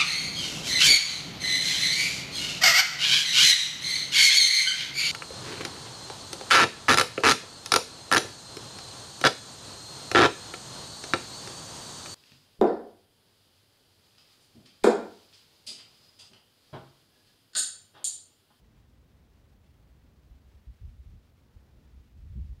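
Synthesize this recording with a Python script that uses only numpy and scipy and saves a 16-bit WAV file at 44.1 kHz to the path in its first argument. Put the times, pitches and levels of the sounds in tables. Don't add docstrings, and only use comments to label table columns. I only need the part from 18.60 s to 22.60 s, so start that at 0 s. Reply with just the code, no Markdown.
import sys
import numpy as np
from scipy import signal
from scipy.fft import rfft, irfft, next_fast_len
from scipy.io import wavfile
from scipy.ndimage import uniform_filter1d, map_coordinates

SR = 44100
rng = np.random.default_rng(int(sys.argv[2]) if len(sys.argv) > 2 else 0)


def transcribe(u):
    v = np.clip(np.atleast_2d(u).T, -1, 1)
    q = np.round(v * 32767).astype(np.int16)
    wavfile.write(sys.argv[1], SR, q)


N = 176400

# start_s, hold_s, level_db, small_eddies_relative_db
WIND_PUFFS = [(1.696, .01, -46, -15.5), (1.742, 0.009, -52, -16), (1.843, 0.015, -56, -16),
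              (1.932, 0.046, -53, -29), (2.067, 0.023, -40.5, -26), (2.206, 0.024, -42, -25),
              (2.242, 0.029, -39.5, -16), (2.309, 0.03, -51, -21), (2.374, 0.027, -43.5, -26),
              (2.456, 0.017, -43, -12), (2.513, 0.053, -51, -6.5), (2.935, 0.023, -49.5, -10),
              (3.150, 0.016, -56, -16), (3.267, .05, -58.5, -20), (3.324, .065, -49.5, -21),
              (3.527, 0.029, -53, -17), (3.579, .035, -46.5, -19), (3.627, 0.031, -43, -10.5),
              (3.686, 0.085, -43, -10), (3.749, 0.027, -37.5, -3.5), (3.787, 0.027, -35, -19),
              (3.836, .015, -43.5, -5), (3.886, 0.028, -37.5, -20), (3.97, .04, -50.5, -16.5)]
# frequency_hz, level_db
LARGE_EDDY_TONE = [(12, -40), (22, -23.5), (32, -11.5), (48, 4), (72, 3.5), (105, -10), (150, -27),
                   (260, -49), (500, -68), (1000, -100)]
# frequency_hz, level_db
SMALL_EDDY_TONE = [(30, -25), (80, 4), (125, 7), (170, -3), (240, -14.5), (400, -26), (600, -45),
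                   (1200, -99)]

def wind():
    attack_s, decay_s, low_cut_hz = 0.011, 0.015, 31
    t = np.arange(N) / SR
    large_power, small_power = np.zeros(N), np.zeros(N)
    for start_s, hold_s, level_db, small_relative_db in WIND_PUFFS:
        rise = np.sin(np.pi / 2 * np.clip((t - start_s) / attack_s, 0, 1)) ** 2
        fall = np.exp(-np.maximum(t - start_s - attack_s - hold_s, 0) / decay_s)
        large_power += (amp(level_db) * rise * fall) ** 2
        small_power += (amp(level_db + small_relative_db) * rise * fall) ** 2
    body = np.sqrt(large_power) * flutter(LARGE_EDDY_TONE, size=900)
    edge = np.sqrt(small_power) * flutter(SMALL_EDDY_TONE, size=1200)
    low_cut = signal.butter(2, low_cut_hz, "highpass", fs=SR, output="sos")
    return signal.sosfilt(low_cut, body + edge)


# frequency_hz, level_db
MURMUR_TONE = [(12, -53), (22, -29), (35, -8), (58, 2), (75, 0), (95, -6), (135, -6.5), (170, -13),
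               (230, -11.5), (330, -22), (500, -37.5), (1000, -61), (4000, -90)]
# time_s, level_db
MURMUR_RIDE = [(0, -60), (.7, -60), (1.35, -58.5), (2.0, -61), (2.8, -60), (3.2, -58.5), (4, -60)]
# frequency_hz, level_db
TYRE_TONE = [(60, -22), (250, 1), (420, 1), (600, -2.5), (1000, -8), (2000, -16), (5000, -43), (15000, -67)]
# time_s, level_db
TYRE_RIDE = [(0, -72.5), (.8, -71.5), (1.25, -71), (1.9, -72), (2.45, -75.5), (2.65, -72), (3.2, -70),
             (3.5, -73.5), (4, -74)]

def traffic():
    murmur = amp(curve(MURMUR_RIDE) + 0.43 * wobble(4.2)) * flutter(MURMUR_TONE, size=6000)
    tyres = amp(curve(TYRE_RIDE) + 0.62 * wobble(10)) * noise(TYRE_TONE)
    return murmur + tyres


def engine_drone():
    pitch_hz = 60.97 + 3.01 * wobble(5)
    level_db = -70.5 + 4.3 * wobble(8.3)
    phase = 2 * np.pi * np.cumsum(pitch_hz) / SR
    return amp(level_db) * np.sqrt(2) * np.sin(phase)


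# frequency_hz, level_db
RUSH_TONE = [(100, -20), (700, -1), (1800, 1), (3500, -0.5), (5000, -3.5), (7500, -10), (11000, -20.5),
             (16000, -19)]
# time_s, level_db
RUSH_RIDE = [(0, -75), (1.35, -75.5), (1.9, -74.5), (2.5, -74.5), (2.85, -75.5), (3.35, -74.5),
             (3.55, -74.5), (4, -74.5)]
# centre_s, gain_db
RUSH_LULLS = [(.45, -2.5), (.98, -1.5), (2.03, -2.5), (2.74, -2.5)]
# frequency_hz, level_db
HISS_TONE = [(100, 0.5), (5000, -7.5), (10000, -1.5), (14000, -0.5), (16000, .5)]

def air_and_hiss():
    lull_half_width_s, hiss_db = 0.031, -80.5
    t = np.arange(N) / SR
    lull_db = sum(gain_db * np.exp(-((t - centre_s) / lull_half_width_s) ** 2)
                  for centre_s, gain_db in RUSH_LULLS)
    flicker_db = 0.6 * wobble(18) + 0.86 * wobble(90)
    rush = amp(curve(RUSH_RIDE) + lull_db + flicker_db) * noise(RUSH_TONE)
    hiss = amp(hiss_db + 0.5 * flicker_db + 0.6 * wobble(300)) * noise(HISS_TONE)
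    return rush + hiss


def amp(db):
    return 10 ** (np.asarray(db) / 20)


def unit(x):
    return x / np.sqrt(np.mean(x ** 2) + 1e-20)


def curve(points):
    return np.interp(np.arange(N) / SR, *np.transpose(points))


def wobble(rate):
    knots = rng.standard_normal(int(N * rate / SR) + 4)
    return map_coordinates(knots, [np.arange(N) * rate / SR])


def noise(spectrum):
    fft_size = next_fast_len(N + 8192)
    hz, db = np.transpose(spectrum)
    bin_hz = np.fft.rfftfreq(fft_size, 1 / SR)
    gain = amp(np.interp(np.log(bin_hz + 1), np.log(hz + 1), db))
    white = rng.standard_normal(fft_size)
    return unit(irfft(rfft(white) * gain, fft_size)[:N])


def flutter(spectrum, size):
    raw = noise(spectrum)
    power = np.abs(uniform_filter1d(np.abs(signal.hilbert(raw)) ** 2, size))
    return unit(raw / np.sqrt(uniform_filter1d(power, size // 2) + 1e-3))


def scene():
    street_bed = traffic() + engine_drone() + air_and_hiss()
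    return (wind() + street_bed)[None]


def record(dry):
    high_cut_hz = 15800
    fft_size = next_fast_len(N + 8192)
    passband = np.fft.rfftfreq(fft_size, 1 / SR) < high_cut_hz
    return irfft(rfft(dry, fft_size) * passband, fft_size)[:, :N]


dry = scene()
out = record(dry)
transcribe(out)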